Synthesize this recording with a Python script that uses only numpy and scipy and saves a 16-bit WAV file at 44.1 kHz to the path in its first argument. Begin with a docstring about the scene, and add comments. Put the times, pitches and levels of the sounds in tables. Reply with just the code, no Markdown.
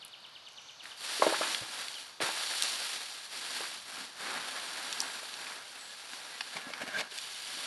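"""On a quiet porch a bird opens with a run of falling tonal chirps while dry bark ticks and a sleeve hisses.
Hands then stroke through shavings in a cardboard box: dense random slips, filtered as flakes, heap and bottom.
Blows dent the box and ring its wall modes, and splinters snap as short bursts through resonances.
Late on, the panel is scraped by swelling, quickly dying slips; then a shorter run of chirps returns.
Yard and porch echoes are decaying noise tails, and steady coloured noise is the outdoor air."""
import sys
import numpy as np
from scipy import signal
from scipy.fft import rfft, irfft
from scipy.io import wavfile

SR = 44100
rng = np.random.default_rng(int(sys.argv[2]) if len(sys.argv) > 2 else 0)


def materialize(psi):
    """Save the field psi as 16-bit PCM at rate SR to the path in sys.argv[1].

    A 1-D psi becomes a single channel; in a 2-D psi each row is a channel.
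    """
    bounded = np.clip(np.atleast_2d(psi).T, -1, 1)
    quanta = np.round(bounded * 32767).astype(np.int16)
    wavfile.write(sys.argv[1], SR, quanta)


N = 337806
TIME, HZ = np.arange(N) / SR, np.fft.rfftfreq(N, 1 / SR)

# relative spectrum of rubbing flakes: f/Hz, density level/dB
FLAKE_SPECTRUM = [(40, -41), (110, -45), (330, -9), (750, -0.5), (2400, 1), (3400, 3.5), (4650, 4.5),
                  (5150, -3.5), (5600, -1), (6400, -11.5), (7200, -8), (7900, -12.5), (9400, -8),
                  (11500, -14)]
# strokes of the hands through the heap: start t/s, rise/s, length/s, level/dB, swell over the stroke/dB,
# depth in the heap/dB, thrum of the box's bottom before its trim/dB
HAND_STROKES = [(0.816, 0.021, 0.043, -54.5, 3, -3, -18), (0.955, 0.094, 0.22, -43.5, 6, -7, -34),
                (1.186, .03, 0.35, -37.5, 0, -4.5, -24), (1.573, 0.16, 0.25, -46, 3.5, -4.5, -21.5),
                (1.85, 0.035, 0.17, -48.5, 0, -7, -26), (2.203, 0.019, 0.078, -35, -2.5, -1, -25),
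                (2.283, 0.081, .4, -41.5, 6, -7.5, -35), (2.672, 0.042, 0.28, -41.5, 1.5, -8, -28.5),
                (2.96, 0.087, 0.29, -46, -2, -7.5, -36), (3.282, 0.062, 0.26, -43.5, 1, -5, -24),
                (3.5, 0.071, 0.19, -40, -4.5, -5, -24), (3.687, 0.033, 0.097, -51.5, 2, -8, -22),
                (3.822, 0.063, .19, -49.5, 4, -3.5, -15), (4.12, .13, .28, -44, 0, 1.5, -14),
                (4.403, 0.067, 0.65, -45, 1.5, -2, -20), (5.055, 0.071, 0.26, -45, -2.5, -3.5, -24),
                (5.305, 0.088, 0.24, -47, 0.5, -1, -20.5), (5.59, 0.11, 0.53, -50.5, 0, -4, -23),
                (6.029, 0.11, 0.51, -49, -0.5, -3.5, -24), (6.498, 0.039, 0.54, -53, 0, 3.5, -10),
                (7.078, 0.063, 0.38, -47, 2, -8, -31), (7.433, 0.06, .24, -46.5, 5, -6.5, -19.5)]


def amp(db):
    """Decibels to gain."""
    return 10 ** (np.asarray(db) / 20)


def evened(x):
    """Scales to unit rms."""
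    return x / np.sqrt(np.mean(x ** 2) + 1e-20)


def colour(points):
    """Gain at every frequency from a few (Hz, dB) points, joined over log frequency."""
    hz, db = np.transpose(points)
    return amp(np.interp(np.log(HZ + 1), np.log(hz), db))


def resonances(modes, hz):
    """Complex response of a few damped modes (Hz, width Hz, dB)."""
    return sum(
        amp(db) * 1j * hz * width / (f ** 2 - hz ** 2 + 1j * hz * width)
        for f, width, db in modes)


def shaped(x, gain):
    """Filters by a gain at every frequency."""
    return irfft(rfft(x) * gain, len(x))


def add(mix, s, sound):
    """Lays a sound into the mix at time s, in place."""
    start = round(s * SR)
    sound = sound[max(-start, 0):]
    part = mix[max(start, 0):][:len(sound)]
    part += sound[:len(part)]


def wander(cutoff_hz):
    """Slow random drift of unit rms: noise below the cutoff."""
    return evened(shaped(rng.standard_normal(N), 1 / (1 + (HZ / cutoff_hz) ** 4)))


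def crackle(per_s, spread_db, ring_s):
    """Random slips with exponentially spread levels, each a tiny dying noise burst."""
    size = amp(spread_db * np.minimum(rng.exponential(1, N), 4))
    slip_energy = size ** 2 * (rng.random(N) < per_s / SR)
    energy = signal.lfilter([1], [1, -np.exp(-2 / (ring_s * SR))], slip_energy)
    return evened(np.sqrt(energy) * rng.standard_normal(N))


def echoes(x, t60):
    """A diffuse tail of unit energy: dying noise after a 3 ms gap."""
    t = np.arange(SR // 2) / SR
    tail = rng.standard_normal(len(t)) * amp(-60 * t / t60) * (t > .003)
    return signal.fftconvolve(x, tail / np.linalg.norm(tail))[:N]


def air(level_db=-55.5):
    """The steady wash of the neighbourhood: coloured noise with a slight slow drift."""
    # relative spectrum of outdoor air: f/Hz, density level/dB
    air_spectrum = [(25, -25), (60, -12), (130, -6.5), (330, -8.5), (800, 0.5), (1650, -1), (1950, -6),
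                    (3000, -2), (4500, 1.5), (5500, -8), (7500, -18), (11500, -18.5)]
    wash = evened(shaped(rng.standard_normal(N), colour(air_spectrum)))
    return amp(level_db + .5 * wander(0.53)) * wash


def sleeve(trim_db=-3.5):
    """Cloth sliding gives a narrow high hiss, which holds its last level to the end."""
    # soft slide of the sleeve: t/s, level before the trim/dB
    slide = [(.3, -86), (.5, -61), (.66, -55.5), (.78, -59), (.86, -64)]
    at, level_db = np.transpose(slide)
    hiss = evened(shaped(rng.standard_normal(N), resonances([(5960, 1100, 0)], HZ) ** 2))
    return amp(np.interp(TIME, at, level_db) + trim_db) * hiss


def birds(wet_db=-3, near_db=-1, whistle_wet_db=-6, vary_db=.5):
    """Falling chirps and a few thin whistles, gliding sines with the yard's echo behind them."""
    # one chirp: t from its start/s, f/Hz, relative level/dB
    slur = [(-.014, 4770, -14), (-.007, 4390, -10), (-.002, 4160, -15), (.002, 3600, 0.5),
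            (.006, 3250, -11), (.01, 3020, 2), (.016, 2720, -9.5), (.024, 2100, -11)]
    # runs of chirps: start t/s, end t/s, spacing/s, level before the direct and echo gains/dB
    chirp_runs = [(.019, .96, .1112, -42), (7.113, 7.63, .1155, -41.5)]
    # faint thin whistles: t/s, length/s, start f/Hz, end f/Hz, direct level/dB
    thin_whistles = [(1.944, 0.048, 3500, 2850, -44.5), (5.042, 0.12, 8100, 7500, -59),
                     (5.76, 0.17, 8270, 7600, -56), (5.886, 0.059, 1720, 1673, -53),
                     (6.318, 0.071, 1960, 1965, -51), (6.607, 0.087, 1720, 1674, -49)]
    chirps, whistles = np.zeros((2, N))
    at, pitch, loud = np.transpose(slur)
    t = np.arange(at[0], at[-1], 1 / SR)
    for start, end, period, run_db in chirp_runs:
        for s in np.arange(start, end, period):
            hz = np.interp(t, at, pitch) * (1 + 0.0061 * rng.standard_normal())
            level_db = run_db + vary_db * rng.standard_normal() + np.interp(t, at, loud)
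            tone = np.sin(2 * np.pi * np.cumsum(hz) / SR)
            add(chirps, s + at[0], amp(level_db) * tone * signal.windows.tukey(len(t), .1))
    for s, length, start_hz, end_hz, db in thin_whistles:
        u = np.linspace(0, 1, int(length * SR))
        hz = end_hz + (start_hz - end_hz) * (1 - u) ** 2
        tone = np.sin(2 * np.pi * np.cumsum(hz) / SR)
        add(whistles, s, amp(db) * signal.windows.tukey(len(u), .5) * tone)
    yard = echoes(amp(wet_db) * chirps + amp(whistle_wet_db) * whistles, t60=0.41)
    return amp(near_db) * chirps + whistles + yard


def drag(crush_db=-8, crush_hz=3800, crush_width_hz=2400):
    """Uneven sticking and slipping drives the panel, crushes flakes and excites a narrow noisy squeak."""
    # modes of the dragged panel: f/Hz, width/Hz, level/dB
    panel_modes = [(60, 44, -27), (219, 69, 8.5), (640, 180, 12), (1190, 710, -1), (1690, 190, 8),
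                   (2200, 170, 10.5), (2780, 120, 1), (3400, 150, -15), (4600, 200, -28)]
    # the arm sticks and slips on the cardboard: t of letting go/s, build-up/s, scrape level/dB,
    # crushed flakes level before the crush trim/dB, squeak level/dB
    arm_slips = [(6.572, 0.026, -39, -42, -59), (6.703, 0.023, -41.5, -53, -60),
                 (6.825, 0.034, -38.5, -46, -41), (6.885, .03, -40, -51, -56),
                 (6.972, 0.097, -42, -43, -37), (7.009, 0.056, -33, -29.5, -48)]
    build_db, let_go_db_per_s = 27.5, 800  # swell over the build-up, then a quick decay
    slips = crackle(per_s=1100, spread_db=-2.0, ring_s=0.00083)
    # the panel radiates weakly below 140 Hz
    scrape = evened(shaped(slips, resonances(panel_modes, HZ) * HZ / np.hypot(HZ, 140)))
    crushed = crackle(per_s=1600, spread_db=1.5, ring_s=0.00052)
    crush_gain = resonances([(crush_hz, crush_width_hz, 0)], HZ) * colour(FLAKE_SPECTRUM)
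    crush = evened(shaped(crushed, crush_gain))
    squeak = evened(shaped(rng.standard_normal(N), resonances([(1600, 250, 0)], HZ) ** 2))
    out = np.zeros(N)
    for s, build_s, db, flakes_db, squeak_db in arm_slips:
        build = -build_db * (np.clip(s - TIME, 0, 1) / build_s) ** 2
        force = amp(build - let_go_db_per_s * np.clip(TIME - s, 0, 1))
        out += force * (amp(db) * scrape + amp(flakes_db + crush_db) * crush + amp(squeak_db) * squeak)
    return out


def blow(peak_db, dent_hz, ring_db, crease_db=-17, dent_cycles=7.9):
    """The cardboard dents with a short dull pulse and a crunch of its creases; the walls ring on."""
    # modes of the cardboard walls: f/Hz, relative level/dB, t60/s
    wall_modes = [(125, -16, .14), (332.3, 0.5, .42), (403, -3, 0.23), (478, -10, 0.29), (546.4, -2.5, 0.3),
                  (627, -17, 0.59), (840, -5.5, .2), (914, -5.5, 0.42), (1060, -1, 0.17), (1360, -13, 0.21),
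                  (1674, 7, 0.058), (1970, 4, .016)]
    t = np.arange(SR // 2) / SR
    # the dent falls 60 dB in dent_cycles swings
    decay = amp(-60 * t * dent_hz / dent_cycles)
    dent = np.sin(2 * np.pi * dent_hz * t) * decay * (1 - np.exp(-t / 0.001))
    # air slips round the panel, so it radiates little well below its own pitch
    radiate = signal.butter(2, dent_hz / 2, "high", fs=SR, output="sos")
    dent = signal.sosfilt(radiate, dent)
    # modes near the dent's pitch ring most
    walls = sum(
        amp(db - 60 * t / t60) * np.sin(2 * np.pi * hz * t) / (1 + np.log2(hz / dent_hz) ** 2)
        for hz, db, t60 in wall_modes)
    crease_band = signal.butter(2, [dent_hz, 2.1 * dent_hz], "band", fs=SR, output="sos")
    crease = signal.sosfilt(crease_band, rng.standard_normal(len(t)))
    crease = amp(crease_db - 60 * t / 0.15) * evened(crease)
    ringing = amp(ring_db) * signal.sosfilt(radiate, walls)
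    return amp(peak_db) * (dent / abs(dent).max() + crease + ringing)


def snap(peak_db, bright_hz, length, octaves, crest_db=7):
    """Fibres tear in a burst of about a millisecond and ring the splinter around its brightest pitch."""
    # modes of a splinter: f/Hz, width/Hz, level/dB
    splinter_modes = [(1340, 680, 8.5), (1700, 220, 2), (2900, 1600, 13.5), (3470, 260, 12),
                      (4300, 670, 13), (5440, 91, 13), (7250, 1100, 3.5), (9100, 450, 3)]
    t, hz = np.arange(2048) / SR, np.fft.rfftfreq(2048, 1 / SR)
    tear = rng.choice([-1, 1], len(t)) * np.tanh(t / (0.24 * length)) / (1 + (t / length) ** 3)
    brightness = np.exp(-.5 * (np.log2((hz + 1) / bright_hz) / octaves) ** 2)
    crack = shaped(tear, resonances(splinter_modes, hz) * brightness)[:len(t) // 2]
    crack = signal.sosfilt(signal.butter(2, bright_hz / 5, "high", fs=SR, output="sos"), crack)
    # level is set by energy; the crest allowance makes peak_db approximate
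    return amp(peak_db - crest_db) * crack / np.linalg.norm(crack) * np.sqrt(length * SR)


def twig(per_s=28, peak_db=-55, spread_db=5.5, bright_hz=10000, length=0.0014):
    """Dry bark ticks between the fingers, at random times until the second stroke starts."""
    out = np.zeros(N)
    chance, size = rng.random(N), rng.standard_normal(N)
    for k in np.flatnonzero((chance < per_s / SR) & (TIME < HAND_STROKES[1][0])):
        add(out, TIME[k], snap(peak_db + spread_db * size[k], bright_hz, length, octaves=0.79))
    return out


def hands(settle_db_per_s=86):
    """Effort, depth and thrum in dB: strokes rise, swell or sag and settle; overlaps add in power."""
    power, pressed, bottom = np.zeros((3, N)) + 1e-14
    for start, rise, length, db, swell_db, depth_db, thrum_db in HAND_STROKES:
        t = TIME - start
        settling = settle_db_per_s * np.maximum(t - length, 0)  # the flakes come to rest
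        level_db = db + swell_db * np.clip(t / length, 0, 1) - settling
        stroke = (np.clip(t / rise, 0, 1) * amp(level_db)) ** 2
        power += stroke
        pressed += stroke * depth_db
        bottom += stroke * thrum_db
    return 10 * np.log10(power), pressed / power, bottom / power


def flake_cracks(per_s=45, over_db=6, spread_db=0.7, length=0.00087, follow=0.91, usual_db=-44):
    """Single curled flakes give way, each at its own pitch, standing out more in gentle strokes."""
    out, effort_db = np.zeros(N), hands()[0]
    chance, size, pitch = rng.random((3, N))
    for k in np.flatnonzero((chance < per_s / SR) & (TIME > HAND_STROKES[0][0])):
        rustle_db = usual_db + follow * (effort_db[k] - usual_db)
        db = rustle_db + over_db - spread_db * np.log(max(size[k], .04))
        add(out, TIME[k], snap(db, 1300 * 7 ** pitch[k], length, octaves=0.34))
    return out


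def shavings(per_s=12000, clump_db=0.77, flutter_db=1.25, level_db=-1.0, crisp_db=-3.0, thrum_db=-2):
    """Flakes slip in clumps, more with effort; pressing deep brings out the heap and the box's bottom."""
    # hollow of the box around the heap: f/Hz, width/Hz, level/dB
    hollow_modes = [(886, 67, -56), (1390, 73, -8.5), (1635, 90, -1)]
    # modes of the box's bottom: f/Hz, width/Hz, level/dB
    bottom_modes = [(128, 31, -0.5), (210, 64, 11), (256.9, 30, 15)]
    effort_db, depth_db, bottom_db = hands()
    busy = np.sqrt(amp(effort_db - effort_db.max()))
    # dividing by sqrt(busy) keeps the level even as the slip rate changes
    slips = crackle(per_s * busy, spread_db=0.0, ring_s=0.00093) / np.sqrt(busy)
    slips = evened(slips * (TIME > HAND_STROKES[0][0]) * amp(clump_db * wander(48.3)))
    flakes = shaped(slips, colour(FLAKE_SPECTRUM) * (1 + resonances(hollow_modes, HZ)))
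    # three bands, parted near 2200 and 6200 Hz
    low = 1 / (1 + (HZ / 2200) ** 6)
    high = 1 - 1 / (1 + (HZ / 6200) ** 12)
    heap = amp(depth_db + flutter_db * wander(13.5)) * evened(shaped(flakes, low))
    rub = amp(level_db) * evened(shaped(flakes, 1 - low - high))
    edges = amp(crisp_db) * evened(shaped(flakes, high))
    radiated = HZ / np.hypot(HZ, 130) / (1 + (HZ / 450) ** 4)
    thrum = evened(shaped(slips, resonances(bottom_modes, HZ) * radiated))
    bottom = amp(bottom_db + thrum_db) * thrum
    return amp(effort_db) * (heap + rub + edges + bottom)


def scene(porch_db=-12):
    """Knocks, snaps and scrapes echo briefly off the porch, over the rustle and the yard."""
    # blows on the box: t/s, dent peak level/dB, dent f/Hz, wall ringing relative to the dent/dB
    box_blows = [(1.197, -34, 423, -18), (1.2216, -14, 1000, -14), (1.2231, -14, 610, -16.5),
                 (1.235, -27, 980, -24), (1.2662, -15, 570, -16.5), (1.2755, -31, 347, -16),
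                 (1.3035, -28.5, 800, -22), (1.325, -23.5, 555, -26), (1.335, -25.5, 885, -19),
                 (1.3438, -21, 1390, -18), (1.411, -23.5, 597, -21), (1.4174, -22.5, 1240, -22),
                 (1.434, -23.5, 1470, -16), (1.613, -45, 119, -23), (1.622, -40.5, 533, -13),
                 (2.2048, -30, 643, -6), (2.224, -35, 456, -13), (2.23, -44, 143, -24),
                 (2.29, -29, 900, -12), (3.606, -36.5, 490, -21), (5.024, -34, 900, -22),
                 (5.23, -41.5, 600, -22), (6.133, -51, 263, -30), (6.553, -49, 223, -24),
                 (6.668, -41, 250, -36), (6.834, -39.5, 270, -30), (7.121, -49.5, 383, -35),
                 (7.571, -49, 300, -30)]
    # splinters and twigs snapping, except the 1.941 s row, a short bright burst at the onset of the bird's thin
    # call: t/s, approximate peak level/dB, brightest f/Hz, length/s, spread/octaves
    wood_snaps = [(.0497, -29, 10000, 0.00066, 0.27), (.079, -45, 11000, .003, .8),
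                  (0.485, -47, 6870, .0038, 0.98), (0.8555, -32.5, 1810, 0.0029, 0.7),
                  (1.547, -16, 2400, 0.0017, 0.61), (1.8825, -25.5, 2800, 0.0019, 0.99),
                  (1.941, -32, 3900, 0.0039, 0.64), (2.203, -22.5, 1700, 0.00082, 0.94),
                  (2.221, -25, 2200, 0.00086, .9), (2.623, -11, 8000, 0.0012, 1.2),
                  (2.635, -14.5, 8000, 0.00062, .7), (4.9265, -22, 4400, 0.0019, 0.79),
                  (5.004, -10.5, 6300, 0.00068, .6), (5.016, -18, 7000, 0.00039, 0.4),
                  (5.34, -27.5, 3600, 0.0017, 0.74), (5.467, -31, 1700, 0.0051, .9),
                  (6.133, -31, 1400, .0036, 1.3), (6.4074, -21.5, 1500, 0.0039, 1.4),
                  (6.615, -32.5, 1620, .0023, 0.63), (6.7354, -24.5, 1850, 0.0027, .8),
                  (7.177, -29, 4820, .004, 1.4), (7.186, -24, 3900, 0.0019, 1.3)]
    hits = np.zeros(N)
    for s, *row in box_blows:
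        add(hits, s, blow(*row))
    for s, *row in wood_snaps:
        add(hits, s, snap(*row))
    hits += drag() + flake_cracks() + twig()
    porch = amp(porch_db) * echoes(hits, t60=0.12)
    mix = hits + porch + shavings() + birds() + sleeve() + air()
    return np.array([mix, mix])


def record(dry, edge_hz=11850):
    """One microphone on both channels, with a steep low-pass limit."""
    band_limit = signal.firwin(301, edge_hz, window=("kaiser", 8), fs=SR)
    return signal.oaconvolve(dry, band_limit[None], "same")


dry = scene()
out = record(dry)
materialize(out)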